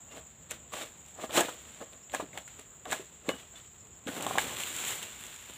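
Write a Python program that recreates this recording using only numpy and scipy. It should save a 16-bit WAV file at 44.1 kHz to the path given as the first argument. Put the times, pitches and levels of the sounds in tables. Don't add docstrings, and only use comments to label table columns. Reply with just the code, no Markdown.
import sys
import numpy as np
from scipy import signal
from scipy.io import wavfile

SR = 44100
rng = np.random.default_rng(int(sys.argv[2]) if len(sys.argv) > 2 else 0)


def transcribe(u):
    v = np.clip(np.atleast_2d(u).T, -1, 1)
    q = np.round(v * 32767).astype(np.int16)
    wavfile.write(sys.argv[1], SR, q)


def decibels_to_gain(level_db):
    exponent = np.asarray(level_db, float) / 20
    return 10 ** exponent


N = 245637
CUT_S = 4.09


def rms_one(x):
    return x / np.sqrt(np.mean(x ** 2) + 1e-20)


def peak_one(x):
    return x / np.abs(x).max()


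def in_time(rows):
    s, *columns = np.transpose(rows)
    return [np.interp(np.arange(N) / SR, s, column) for column in columns]


def band(x, low_hz, high_hz, order=2):
    sos = signal.butter(order, [low_hz, high_hz], "band", fs=SR, output="sos")
    return signal.sosfilt(sos, x)


def drift(rate_hz):
    r = np.exp(-80 * np.pi * rate_hz / SR)
    white = rng.standard_normal(N // 40 + 2002)
    slow = signal.lfilter([1], [1, -2 * r, r * r], white)[2000:]
    return np.interp(np.arange(N) / 40, np.arange(len(slow)), rms_one(slow))


def ring(clicks, hz, t60):
    r, w = decibels_to_gain(-60 / (t60 * SR)), 2 * np.pi * hz / SR
    return signal.lfilter([0, np.sin(w)], [1, -2 * r * np.cos(w), r * r], clicks + 1e-18)


def grains(per_s, spread_db, clump_db):
    size_db = spread_db * np.minimum(rng.exponential(1, N), 5)
    sizes = decibels_to_gain(size_db) * rng.choice([-1, 1], N)
    chance = per_s * decibels_to_gain(clump_db * drift(25)) / SR
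    return rms_one(sizes * (rng.random(N) < chance))


def add(out, s, sound):
    at = int(s * SR)
    out[at:at + len(sound)] += sound[:N - at]


# start in seconds, peak level in dB, low mode in Hz, high mode in Hz,
# level of the high mode in dB re the low one.
KNOCKS = [(0.515, -39, 640, 1550, 2.5), (0.738, -44, 580, 1140, 4.5), (0.776, -42, 620, 2120, -3),
          (0.83, -42, 630, 2100, -5), (1.187, -33.5, 603, 1200, -12), (1.295, -26, 646, 1290, -11),
          (1.304, -35, 610, 1050, -14), (1.376, -24, 507, 1250, -2), (1.407, -18, 692, 1675, -5),
          (1.485, -28, 499, 997, -0.5), (1.814, -33, 460, 1040, -12), (2.198, -23, 641, 1175, -6),
          (2.226, -30.5, 303, 1660, -27), (2.592, -39.5, 433, 1900, -14), (2.856, -33.5, 747, 1145, -1.5),
          (2.922, -24.5, 770, 1673, -1.5), (2.997, -31.5, 385, 1060, -18), (3.338, -34.5, 263, 1570, -8),
          (3.538, -47.5, 680, 1570, -10), (4.064, -29, 280, 926, -28), (4.075, -26, 524, 1645, -10),
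          (4.088, -28.5, 280, 1494, -7)]
# start in seconds, peak level in dB, low mode in Hz,
# high mode in Hz, level of the high mode in dB re the low one.
CHOPS = [(2.097, -51, 800, 2160, 3), (2.139, -24, 756, 1670, -6.5), (2.1476, -24.5, 1086, 1670, 2.5),
         (2.332, -49.5, 640, 2160, 5.5), (2.375, -27, 1300, 2120, -1), (2.477, -41.5, 1410, 2050, -4),
         (2.9289, -25, 674, 1670, 3.5), (3.284, -20, 318, 590, -11), (3.2918, -17.5, 560, 2060, -7.5),
         (3.2925, -24, 1120, 1600, -6), (3.555, -68, 770, 1930, -2), (4.3834, -15, 1080, 1640, 0.5)]
KNOCK_T60_S, CHOP_T60_S = 0.074, 0.024
KNOCK_CONTACT_S, CHOP_CONTACT_S = 0.0013, 0.0004


def wood_mode(push, crush, hz, t60, spread):
    t = np.arange(len(push)) / SR
    rings = rms_one(ring(push, hz, t60))
    for k in spread:
        rings = rings + 0.2 * rms_one(ring(push, hz * 1.51 ** k, 1.2 * t60))
    crush_shape = (1 - np.exp(-t / 0.0015)) * decibels_to_gain(-60 * t / (1.3 * t60))
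    crushed = band(crush * crush_shape, 0.6 * hz, 1.6 * hz)
    both = peak_one(rings) + 0.28 * peak_one(crushed)
    return band(both, 0.58 * hz, 1.8 * hz) / np.abs(both).max()


def knocks():
    out, t = np.zeros(N), np.arange(int(0.2 * SR)) / SR
    blows = [(*row, KNOCK_T60_S, KNOCK_CONTACT_S) for row in KNOCKS]
    blows += [(*row, CHOP_T60_S, CHOP_CONTACT_S) for row in CHOPS]
    for s, peak_db, low_hz, high_hz, high_db, t60, contact in blows:
        crumble, low_crush, high_crush = rng.standard_normal((3, len(t)))
        low_spread, high_spread = rng.uniform(-0.35, 1, (2, 3))
        push = (crumble + 0.8) * t * np.exp(-t / contact)
        low = wood_mode(push, low_crush, low_hz, t60, low_spread)
        high = wood_mode(push, high_crush, high_hz, 0.75 * t60, high_spread)
        add(out, s - 1.222 * contact, decibels_to_gain(peak_db + 1.8) * (low + decibels_to_gain(high_db + 1.1) * high))
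    return out


# start in seconds, peak level in dB.
CRACKS = [
    (0.507, -33.5),
    (1.328, -36),
    (2.1485, -29),
    (2.376, -31),
    (2.478, -43),
    (2.593, -35),
    (2.855, -36),
    (2.929, -19.5),
    (3.2912, -34),
    (4.3836, -22),
]


def cracks():
    out, t = np.zeros(N), np.arange(500) / SR
    for s, peak_db in CRACKS:
        burst = band(rng.standard_normal(len(t)) * np.exp(-t / 0.0012), 700, 7800, order=1)
        add(out, s, decibels_to_gain(peak_db) * peak_one(burst))
    return out


# start in seconds, peak
# level in dB, duller part in dB re the peak.
SNAPS = [(0.5094, -17, -16), (0.516, -19.5, -28), (0.729, -30, -24), (0.7362, -37, -22), (1.0614, -36, -17),
         (1.085, -37, -21), (1.1094, -38, -15), (1.1513, -36, -24), (1.2374, -45, -9), (1.3076, -39.5, 6.5),
         (1.328, -31, -19), (1.3763, -27, -12), (1.4068, -6.5, -16), (1.4143, -17, -21), (1.719, -38, -16),
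         (1.932, -41, -4.5), (2.097, -48.5, 5.5), (2.119, -38, -4), (2.136, -26, -25), (2.148, -14.5, -36),
         (2.375, -25, -41), (2.3845, -32, -31), (2.478, -29, -29), (2.595, -29, -34), (2.854, -47, 9),
         (2.9124, -20, -28), (2.928, -20, -21), (3.2897, -30.5, 9.5), (3.556, -52, -12),
         (4.0706, -35.5, 1), (4.208, -27, -7), (4.224, -17, -28), (4.247, -23, -12),
              (4.2654, -18.5, -9), (4.2724, -31, -14), (4.383, -12.5, -7.5), (4.568, -28, -3.5),
              (4.605, -31, -15), (4.6244, -25, -16), (4.635, -28, -0.5), (4.739, -23, -23),
              (4.763, -18, -20), (4.785, -23, -25), (4.8013, -24, -23), (4.8514, -21, -8),
              (4.8824, -29, -18), (5.028, -21.5, -14), (5.237, -28, -14), (5.266, -23.5, -13),
              (5.361, -30, -13), (5.5355, -34, -10)]


def snaps():
    out, t = np.zeros(N), np.arange(600) / SR
    for s, peak_db, dull_db in SNAPS:
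        burst = rng.standard_normal(len(t)) * np.exp(-t / 0.0012)
        bright = peak_one(band(burst, 5300, 11800))
        dull = peak_one(band(burst, 2600, 4230, order=1))
        add(out, s + 0.0005, decibels_to_gain(peak_db - 5) * (bright + decibels_to_gain(dull_db + 8.5) * dull))
    return out


# peak time in seconds, leaflet rustle in dB,
# stalk scrape in dB re the rustle, rise in seconds, fall in seconds.
DRAGS = [(.12, -57, 9.5, 0.032, 0.099), (0.181, -49.5, 8.5, 0.1, 0.043), (0.736, -41, 7.5, 0.021, 0.17),
         (.82, -42.5, 3.5, 0.08, 0.075), (1.084, -59.5, -1, 0.16, 0.12), (1.195, -59.5, 17.5, 0.062, 0.25),
         (1.243, -43.5, 11, 0.079, 0.041), (1.331, -39.5, -8, 0.0064, .15), (1.377, -25, 9.5, 0.053, .09),
         (1.49, -49, -0.5, .1, 0.31), (1.74, -56, -3, 0.19, 0.33), (2.355, -57, 13, 0.07, 0.086),
         (2.874, -57, 19.5, 0.03, 0.19), (2.924, -35.5, 7, 0.043, 0.079), (3.27, -56, 18.5, 0.05, 0.072),
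         (3.34, -52, 5, 0.088, .26)]
# peak time in seconds, rustle in dB,
# stalk scrape in dB re the rustle, fall in seconds.
STIRS = [(0.515, -44, 4, 0.071), (1.811, -56.5, 18.5, 0.093), (1.93, -58.5, 10.5, .1),
         (2.143, -39, 9, 0.077), (2.2, -49.5, 11, 0.097), (2.376, -47, 6, 0.07), (2.48, -58, -4, 0.29),
         (2.594, -55, 3.5, .07), (3.0, -53.5, -8, 0.18), (3.295, -45, 15.5, 0.068), (3.561, -53, -19, 0.15),
         (4.085, -40, 2, 0.019), (4.39, -35, -15, 0.086), (4.6, -40, -18, 0.15), (5.029, -40.5, -5.5, 0.06),
         (5.499, -55.5, 4.5, .04)]
# time in seconds, rustle in dB, stalk swish in dB re the rustle.
FALL = [
    (4.06, -70, 16),
    (4.1, -47.5, 1),
    (4.21, -43, 5),
    (4.42, -41.5, 1),
    (4.74, -43, -7.5),
    (4.9, -36.5, -6),
    (5.06, -51, -7),
    (5.25, -49.5, -6.5),
    (5.57, -54.5, -24),
]
JOLT_RISE_S = 0.023
SPAN_DB = 19
STALK_STEEPER = 1.29
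REST_DB, REST_STALK_DB = -67, -87


def stirring():
    t = np.arange(N) / SR
    fall_db, swish_db = in_time(FALL)
    falling = t > FALL[0][0]
    leaves = decibels_to_gain(REST_DB) ** 2 + falling * decibels_to_gain(fall_db) ** 2
    stalk = decibels_to_gain(REST_STALK_DB) ** 2 + falling * decibels_to_gain(fall_db + swish_db) ** 2
    jolts = [(s, db, stalk_db, JOLT_RISE_S, fall) for s, db, stalk_db, fall in STIRS]
    for s, db, stalk_db, rise, fall in [*DRAGS, *jolts]:
        near = slice(max(int((s - 3 * rise) * SR), 0), int((s + 3 * fall) * SR))
        after = t[near] - s
        loss_db = SPAN_DB * np.where(after < 0, -after / rise, after / fall)
        leaves[near] += decibels_to_gain(db - loss_db) ** 2
        stalk[near] += decibels_to_gain(db + stalk_db - STALK_STEEPER * loss_db) ** 2
    return 10 * np.log10(leaves), 10 * np.log10(stalk)


# frequency in Hz, level in dB, t60 in seconds.
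STALK = [(280, -8.5, 0.045), (346, -6.5, 0.073), (487, -0.5, 0.041), (570, -2.5, 0.042), (638, 1.5, 0.06),
         (770, 3, 0.021), (1057, -8, 0.034), (1155, -6, 0.027), (1670, -15, 0.094)]
CRACKLE_DB, CRACKLE_FREE_DB = -9.5, -7
CRACKLE_SLOPE = 0.05


def strokes():
    rustle_db, scrape_db = stirring()
    held = np.arange(N) < CUT_S * SR
    rubbing = grains(6000, 2.7, clump_db=2.5)
    rustle = rms_one(band(rubbing, 980, 8950)) * decibels_to_gain(rustle_db + 1.0)

    crackle_db = rustle_db + np.where(held, CRACKLE_DB, CRACKLE_FREE_DB) + CRACKLE_SLOPE * (rustle_db + 50.5)
    edges = rubbing + 0.5 * grains(900, 0.74, clump_db=-7.5)
    crackle = rms_one(band(edges, 6060, 16660)) * decibels_to_gain(crackle_db + 6.5)

    slips = grains(2500, 3.2, clump_db=2.0) * decibels_to_gain(scrape_db - 2.0)
    body = np.zeros(N)
    for hz, db, t60 in STALK:
        body += decibels_to_gain(db - 34.5 + 2.5 * drift(8)) * ring(slips, hz, t60)
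    body = band(body, 250, 8700) * decibels_to_gain(np.where(held, 1.5, -7))
    swish = np.where(held, 0.43 * band(slips, 140, 1620, order=3), 3.86 * band(slips, 89, 880))
    return rustle + crackle + body + swish


# start in seconds, peak level in dB.
BOUNCES = [
    (4.2657, -20.5),
    (4.273, -27),
    (4.3098, -22),
    (4.33, -41),
    (4.355, -23),
    (4.3767, -19),
]


def bounces():
    clicks = np.zeros(N)
    for s, peak_db in BOUNCES:
        clicks[int(s * SR)] = decibels_to_gain(peak_db - 3.0)
    clicks = band(clicks, 300, 2500, order=1)
    return ring(clicks, 785, t60=0.03) + ring(clicks, 1040, t60=0.021)


# start in seconds,
# frequency in Hz, level in dB, t60 in seconds.
BLADE = [(3.293, 2945, -45, .25), (3.293, 2920, -47, .25), (3.293, 2875, -49, .2), (3.293, 3030, -51, .1),
         (3.557, 3500, -53, .16), (3.557, 3515, -60, .1), (.722, 1150, -44, .1), (.736, 1150, -38, .08),
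         (.09, 2800, -62, .2), (.12, 2740, -60, .15), (.122, 2050, -56, .09), (.15, 2150, -57, .09)]


def blade():
    out, t = np.zeros(N), np.arange(SR // 2) / SR
    for s, hz, db, t60 in BLADE:
        add(out, s, decibels_to_gain(db - 60 * t / t60) * np.sin(2 * np.pi * hz * t))
    return out


GROVE_T60_S, GROVE_DB = 0.12, -16.5


def grove(x):
    t = np.arange(int(0.5 * SR)) / SR
    tail = band(rng.standard_normal(len(t)), 150, 4100, order=1) * decibels_to_gain(-60 * t / GROVE_T60_S)
    tail = tail * (t > 0.004)
    return decibels_to_gain(GROVE_DB) * signal.fftconvolve(x, tail / np.sqrt(np.sum(tail ** 2)))[:N]


# centre in Hz, width in Hz, level in dB.
CICADAS = [(6840, 70, -17.5), (7005, 270, 2), (7437, 167, -0.5), (7620, 110, -2.5), (7735, 200, -7),
           (8750, 620, -20), (14100, 760, -11.5), (14400, 560, -12), (15070, 540, -8.5)]
# time in
# seconds, level in dB.
CICADA_DB = [
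    (0.0, -50),
    (0.54, -52.5),
    (1.55, -50),
    (2.11, -50.5),
    (4.03, -52),
    (4.39, -53),
    (4.84, -40),
    (5.01, -49),
    (5.57, -51.5),
]


def cicadas():
    clicks = grains(6000, 0.63, clump_db=3.0)
    chorus = np.zeros(N)
    for hz, wide_hz, db in CICADAS:
        t60 = 1.6 / wide_hz
        voices = rms_one(ring(ring(clicks, hz, t60), hz, t60))
        chorus += decibels_to_gain(db + 0.31 * drift(47)) * voices
    return rms_one(chorus) * decibels_to_gain(in_time(CICADA_DB)[0] - 8)


# start in seconds, peak level in dB, length in seconds.
CHIRPS = [(0.118, -62, 0.026), (1.096, -65, 0.04), (1.752, -71, 0.04), (2.0194, -60, 0.034),
          (3.1223, -72, 0.056), (3.4466, -74, 0.04), (3.66, -73, 0.04), (3.79, -63, 0.029),
          (3.8094, -69, 0.036), (3.93, -65, 0.036)]


def cricket():
    out = np.zeros(N)
    for s, peak_db, length in CHIRPS:
        t = np.arange(int(length * SR)) / SR
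        pulses = np.hanning(len(t)) * (0.6 + 0.4 * np.cos(2 * np.pi * 110 * t))
        trill = pulses * band(rng.standard_normal(len(t)), 5250, 5550)
        add(out, s, decibels_to_gain(peak_db + 7.5) * peak_one(trill))
    return out


# frequency in Hz, level in dB per Hz.
AIR = [(25, -24), (50, -9), (70, -7.5), (130, -4.5), (300, -12.5), (1000, -17), (3000, -30.5),
       (6000, -32.5), (16000, -48)]
AIR_DB = -59


def air():
    out, white = np.zeros(N), rng.standard_normal((2, N))
    edges = 22 * 2 ** np.arange(0, 9.6, 0.5)
    hz, db = np.transpose(AIR)
    together = drift(5.4)
    for k, (low, high) in enumerate(zip(edges, edges[1:])):
        middle_db = np.interp(np.log(low * high) / 2, np.log(hz), db)
        level_db = middle_db + 1.1 * together + 1.2 * drift(2)
        out += decibels_to_gain(level_db) * band(white[k % 2], low, high)
    return decibels_to_gain(AIR_DB) * rms_one(out)


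HUM_HZ, HUM_WIDE_HZ, HUM_DB = 69.2, 13, -64.5


def hum():
    return decibels_to_gain(HUM_DB) * rms_one(ring(rng.standard_normal(N), HUM_HZ, 2.5 / HUM_WIDE_HZ))


def scene():
    hits = knocks() + bounces() + cracks() + snaps() + blade()
    near = hits + grove(hits) + strokes()
    return (near + cicadas() + cricket() + air() + hum())[None]


def top_cut(x):
    return signal.sosfilt(signal.butter(12, 16270, fs=SR, output="sos"), x)


# frequency in Hz, Q, gain in dB.
MIC = [(3600, 1.01, 6.5), (4846, 2.71, -11), (6050, 2.97, -4.5), (7370, 3.87, 12), (11340, 0.94, -8),
       (15600, 3.5, -1.5)]


def record(dry):
    x = signal.sosfilt(signal.butter(3, 55, "high", fs=SR, output="sos"), dry)
    for hz, q, db in MIC:
        a, w = decibels_to_gain(db / 2), 2 * np.pi * hz / SR
        k = np.sin(w) / (2 * q)
        above = [1 + k * a, -2 * np.cos(w), 1 - k * a]
        below = [1 + k / a, -2 * np.cos(w), 1 - k / a]
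        x = signal.lfilter(above, below, x)
    x = signal.sosfilt(signal.ellip(12, 0.5, 48, 15480, fs=SR, output="sos"), x)
    return top_cut(x)


dry = scene()
out = record(dry)
transcribe(out)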